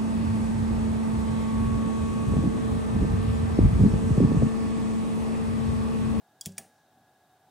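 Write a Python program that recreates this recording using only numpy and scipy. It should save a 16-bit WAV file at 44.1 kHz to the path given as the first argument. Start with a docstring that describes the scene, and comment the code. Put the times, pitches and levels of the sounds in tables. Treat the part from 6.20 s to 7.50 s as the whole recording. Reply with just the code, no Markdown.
"""In a small workshop, one key of an old handheld calculator is pressed and let go, heard from close by.
The finger taps the plastic cap, the key bottoms out with a thump into the bench, then springs back up.
Each contact is a burst of tiny rebounds plus ringing plastic and a room tail; case and bench ring as sines.
Coloured noise makes the rubs, a tick, the springy zing, and the faint fan-like whirr and hiss underneath."""
import sys
import numpy as np
from scipy import signal
from scipy.fft import rfft, irfft, next_fast_len
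from scipy.io import wavfile

SR = 44100
rng = np.random.default_rng(int(sys.argv[2]) if len(sys.argv) > 2 else 0)


def wav_record(signal):
    """Record a signal, one row per channel, as 16-bit PCM in the file named by sys.argv[1]."""
    frames = np.transpose(np.atleast_2d(signal))
    bounded = np.clip(frames, -1, 1)
    # unit amplitude maps onto the largest positive 16-bit level
    quanta = np.round(bounded * 32767).astype(np.int16)
    wavfile.write(sys.argv[1], SR, quanta)


N = 57330
T = np.arange(N) / SR
# Side level: how loud the left-right difference is against the shared sound, in dB.
AIR_SIDE_DB, ROOM_SIDE_DB = -49.5, -38
RING_BUILD_S = 0.001


def from_db(db):
    """Turn decibels into a gain."""
    return 10 ** (np.asarray(db) / 20)


def rms_one(x):
    """Scale a sound to an rms (average strength) of 1."""
    return x / np.sqrt(np.mean(x ** 2) + 1e-20)


def colour(x, points):
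    """Filter through (Hz, dB) points without any sound before the start (minimum phase)."""
    size = 2 * next_fast_len(N)
    hz, db = np.transpose(points)
    freq = np.maximum(np.arange(size // 2 + 1) * SR / size, 1)
    gain = from_db(np.interp(np.log(freq), np.log(hz), db))
    # Folding the cepstrum (the spectrum of the log gain) forward in time gives minimum phase.
    cepstrum = irfft(np.log(gain))
    cepstrum[1:size // 2] *= 2
    cepstrum[size // 2 + 1:] = 0
    response = np.exp(rfft(cepstrum))
    return irfft(rfft(x, size) * response)[..., :N]


def high_pass(x, hz):
    """Remove what lies below a frequency, gently."""
    return signal.sosfilt(signal.butter(2, hz, "high", fs=SR, output="sos"), x)


def noise(side_db):
    """Two channels of white noise that share a middle and differ by a side part."""
    mid, side = rng.standard_normal((2, N))
    return mid + from_db(side_db) * side * np.array([[1], [-1]])


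def narrow_noise(hz, width_hz):
    """Noise through one narrow resonance: a wavering tone of rms 1."""
    freq = np.arange(N // 2 + 1) * SR / N
    resonance = 1 / (1 + ((freq - hz) / width_hz) ** 2)
    return rms_one(irfft(rfft(rng.standard_normal(N)) * resonance, N))


def dying(t60, build_s, start=0):
    """Envelope that builds up, then dies away by 60 dB in t60 seconds."""
    age = np.maximum(T - start, 0)
    return (1 - np.exp(-age / build_s)) * from_db(-60 * age / t60)


def mode(hz, t60, build_s):
    """One way a solid body rings: a sine that builds up and dies away."""
    return np.sin(2 * np.pi * hz * T) * dying(t60, build_s)


def delayed(x, s):
    """Start x at time s."""
    lag = int(s * SR)
    return np.concatenate([np.zeros_like(x[..., :lag]), x[..., :N - lag]], axis=-1)


def swelling(rows, spectrum, side_db):
    """Coloured noise under bell-shaped swells."""
    level = sum(from_db(db) * np.exp(-((T - s) / length) ** 2) for s, length, db in rows)
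    return level * rms_one(colour(noise(side_db), spectrum))


def whirr():
    """Steady fan-like whirr: white noise given a mostly low colour."""
    # Colour of the whirr. Each row: frequency in Hz, relative level in dB.
    whirr_colour = [(25, -42), (45, -47), (70, -8.5), (105, -3.5), (150, -0.5), (195, -6.5), (255, -1.5),
                    (370, -5.5), (540, -7.5), (690, 1), (860, -5.5), (950, -8.5), (1250, -12), (1600, -8),
                    (1850, -17.5), (2400, -23), (3700, -17.5), (4500, -23), (8000, -28.5), (16000, -53)]
    whirr_db = -67
    return from_db(whirr_db) * rms_one(colour(noise(AIR_SIDE_DB), whirr_colour))


def wavering_tones():
    """Narrow bands of noise in the whirr, heard as tones that waver."""
    # The tones. Each row: frequency in Hz, width in Hz, rms level in dB.
    tones = [(742.7, 8.3, -73), (770, 14.6, -74.5), (841.8, 9.4, -75), (1667, 13.4, -77), (3743, 41, -87),
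             (8780, 12, -94.5), (8785, 24, -93)]
    return sum(from_db(db) * narrow_noise(hz, width_hz) for hz, width_hz, db in tones)


def rumble_swells():
    """A low rumble of coloured noise swells briefly, twice."""
    # The swells. Each row: centre in seconds, length in seconds, level in dB.
    swells = [(.775, .06, -64.5), (1.25, 0.048, -74)]
    # Colour of the rumble. Each row: frequency in Hz, relative level in dB.
    swell_colour = [(40, -48), (100, 5.5), (150, -5), (250, 0), (450, -36), (750, -2.5), (1200, -32),
                    (4000, -41)]
    return swelling(swells, swell_colour, AIR_SIDE_DB)


def guide_rubs():
    """The key rubs in its guide: friction as short swells of coloured noise."""
    # The rubs. Each row: centre in seconds, length in seconds, level in dB.
    rubs = [(.238, 0.022, -64.5), (.2545, 0.0035, -54), (.29, 0.013, -61), (.324, 0.0066, -65.5),
            (.374, 0.0065, -62), (.57, 0.064, -78.5)]
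    # Colour of the rubbing. Each row: frequency in Hz, relative level in dB.
    rub_colour = [(1000, -29), (2500, -9.5), (3400, -0.5), (5500, 10), (7500, 3), (10000, -4), (15000, -19)]
    return swelling(rubs, rub_colour, ROOM_SIDE_DB)


def held_tick():
    """The held key ticks once: a short, bright burst of noise."""
    # Colour of the tick. Each row: frequency in Hz, relative level in dB.
    tick_colour = [(2000, -30), (4000, -16), (5200, -4), (8000, 3), (10500, -9), (15000, -19)]
    tick_s, tick_db, tick_t60_s = .3188, -52.5, .028
    tick = rms_one(colour(noise(ROOM_SIDE_DB), tick_colour))
    return from_db(tick_db) * tick * dying(tick_t60_s, RING_BUILD_S, tick_s)


def spring_zing():
    """The freed spring zings: several close, wavering tones die away together."""
    # Close modes of the spring: one frequency in Hz for each.
    spring_hz = [9050, 9370, 9500, 9620, 9930]
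    spring_s, spring_db, spring_t60_s = .382, -53.5, 0.23
    coils = rms_one(sum(narrow_noise(hz, width_hz=70) for hz in spring_hz))
    return from_db(spring_db) * coils * dying(spring_t60_s, RING_BUILD_S, spring_s)


def case_ring():
    """The case rings in a few low modes as the key comes back."""
    # Modes of the case. Each row: frequency in Hz, level in dB, t60 in seconds.
    case_modes = [(224.4, -52, 0.14), (673, -44, .055), (776, -48.5, 0.13), (1690, -55.5, 0.12)]
    start_s, build_s = .3875, 0.0014
    ring = sum(from_db(db) * mode(hz, t60, build_s) for hz, db, t60 in case_modes)
    return delayed(ring, start_s)


def bench_shake():
    """The bench shakes in mostly deep modes, each with its own build-up."""
    # Modes of the bench. Each row: frequency in Hz, relative level in dB, t60 in seconds, build-up in seconds.
    bench_modes = [(111, -22, 0.079, 0.065), (144.3, -28.5, 0.07, 0.0045), (163, -20, 0.098, 0.026),
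                   (176.9, -27, 0.108, 0.0305), (189.3, -30, 0.22, 0.026), (100.6, -43, 0.35, 0.026),
                   (391, -52, 0.324, 0.0073), (558, -55.5, 0.27, 0.0019)]
    return sum(from_db(db) * mode(hz, t60, build_s) for hz, db, t60, build_s in bench_modes)


def thumps():
    """The key's end stops knock on the hollow case, which then shakes the bench."""
    # The blows. Each row: knock start in seconds, knock level in dB, knock t60 in seconds,
    # knock tilt in dB per octave, bench start in seconds, bench gain in dB.
    blows = [(0.2612, -47, 0.23, -2.5, .2661, -1), (0.3863, -53, 0.38, 2, .394, -19.5)]
    # Colour of a knock before its tilt. Each row: frequency in Hz, relative level in dB.
    knock_colour = [(25, -52), (50, -21), (110, -4), (220, 6.5), (330, -2.5), (500, -3.5), (700, -3),
                    (900, -13.5), (1300, -22), (2500, -36)]
    knock_build_s = 0.0012
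    bench = bench_shake()
    out = np.zeros((2, N))
    for knock_s, knock_db, t60, tilt_db, bench_s, bench_db in blows:
        tilted = [(hz, db + tilt_db * np.log2(hz)) for hz, db in knock_colour]
        knock = rms_one(colour(noise(AIR_SIDE_DB), tilted))
        out += from_db(knock_db) * knock * dying(t60, knock_build_s, knock_s)
        out += from_db(bench_db) * delayed(bench, bench_s)
    return out


def room_response():
    """Echoes blurred into a noise tail of unit energy; the treble dies first."""
    split_hz, build_s = 5500, 0.0016
    low_t60_s, treble_t60_s = 0.39, 0.27
    white = noise(ROOM_SIDE_DB)
    low = signal.sosfilt(signal.butter(2, split_hz, fs=SR, output="sos"), white)
    high = high_pass(white, split_hz)
    # Subtracting keeps the two bands from cancelling where they meet.
    tail = low * dying(low_t60_s, build_s) - high * dying(treble_t60_s, build_s)
    return rms_one(tail) / np.sqrt(N)


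def chatter(spacing_ms, count=4):
    """A hard contact and its quick, weakening rebounds, as single-sample pulses."""
    loss_db = 3.5  # per rebound
    pulses = np.zeros(N)
    for k in range(count):
        pulses[int(k * spacing_ms * SR / 1000)] += from_db(-loss_db * k)
    return pulses


def key_clicks():
    """Each contact chatters, rings the plastic in dense and in single modes, and sounds the room."""
    # Tap, bottoming and return. Each row: start in seconds, level in dB, chatter spacing in ms,
    # dense ring level in dB, dense ring t60 in seconds, room level in dB.
    clicks = [(0.2109, -6.5, .76, 2, 0.02, -18.5), (0.2589, -4.5, .58, 0, 0.047, -19.5),
              (0.3807, -5.5, 0.84, 4, 0.025, -16)]
    # Colour of the tap on the cap. Each row: frequency in Hz, level in dB.
    tap_colour = [(50, -51), (700, -29), (2000, -34), (2700, -42), (3300, 1), (4000, -36.5), (4800, -0.5),
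                  (5800, -17.5), (7300, -0.5), (9300, -10), (10100, -1), (11800, -21), (14300, -19),
                  (15300, -16)]
    # Colour of the key bottoming out. Each row: frequency in Hz, level in dB.
    bottom_colour = [(50, -31), (300, -16), (1300, -36.5), (2000, -11.5), (3300, -6), (4100, -14.5),
                     (5300, -6.5), (7100, -1.5), (9000, -4.5), (11500, -5), (12400, -14.5), (14300, -9),
                     (15300, -6)]
    # Colour of the key coming back up. Each row: frequency in Hz, level in dB.
    return_colour = [(50, -49), (300, -17), (1000, -20), (1450, -12.5), (1780, -2), (2450, -6.5),
                     (2950, -11), (4100, -17), (5700, -6), (7400, -8), (8500, 0), (9900, -4), (11200, -9),
                     (12700, -18), (14500, -12), (15500, -8)]
    # Modes of key and frame. Each row: frequency in Hz, t60 in seconds, level in dB at the tap,
    # level in dB at bottoming, level in dB at the return.
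    key_modes = [(1788, .035, -78, -67, -41.5), (3324, 0.054, -45, -43, -47.5),
                 (4754, 0.024, -33, -44, -35), (5650, 0.043, -42, -71, -39.5), (6760, 0.039, -60, -59, -36),
                 (7310, .04, -43, -52, -46), (7800, 0.024, -41, -58, -49), (8450, 0.011, -44, -53, -29),
                 (8460, 0.017, -55, -57, -64), (9120, 0.091, -66, -51, -43.5), (9440, 0.057, -64, -56, -59),
                 (10250, 0.031, -60, -66, -45), (15300, 0.018, -62, -45, -60),
                 (15480, 0.052, -44, -50, -39)]
    side_db = -14
    room_colour_share = 0.6  # the room evens out a contact's colour
    spectra = (tap_colour, bottom_colour, return_colour)
    out = np.zeros((2, N))
    for k, (row, spectrum) in enumerate(zip(clicks, spectra)):
        s, db, spacing_ms, ring_db, ring_t60, room_db = row
        dense = rms_one(noise(side_db) * dying(ring_t60, RING_BUILD_S)) / np.sqrt(N)  # unit energy
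        struck = chatter(spacing_ms) + from_db(ring_db) * dense
        click = from_db(db) * colour(struck, spectrum)
        for hz, t60, *strength_db in key_modes:
            click = click + from_db(strength_db[k]) * mode(hz, t60, RING_BUILD_S)
        room_colour = [(hz, room_colour_share * level) for hz, level in spectrum]
        room = colour(room_response(), room_colour)
        out += delayed(click + from_db(room_db) * room, s)
    return out


def scene():
    """Background, small key noises, thumps and clicks together."""
    background = whirr() + wavering_tones() + rumble_swells()
    key_details = guide_rubs() + held_tick() + spring_zing()
    return background + key_details + case_ring() + thumps() + key_clicks()


def record(dry):
    """Two channels, nearly alike below the treble, each with its own hiss; bass and top are cut."""
    side_low_cut_hz = 6530  # the left-right difference is kept mainly above this
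    hiss_db, low_cut_hz, cutoff_hz = -73, 49, 15800
    mid, side = (dry[0] + dry[1]) / 2, (dry[0] - dry[1]) / 2
    side = high_pass(side, side_low_cut_hz)
    hiss = from_db(hiss_db) * rng.standard_normal((2, N))
    heard = high_pass(np.array([mid + side, mid - side]) + hiss, low_cut_hz)
    return signal.sosfilt(signal.ellip(12, .1, 70, cutoff_hz, fs=SR, output="sos"), heard)


dry = scene()
out = record(dry)
wav_record(out)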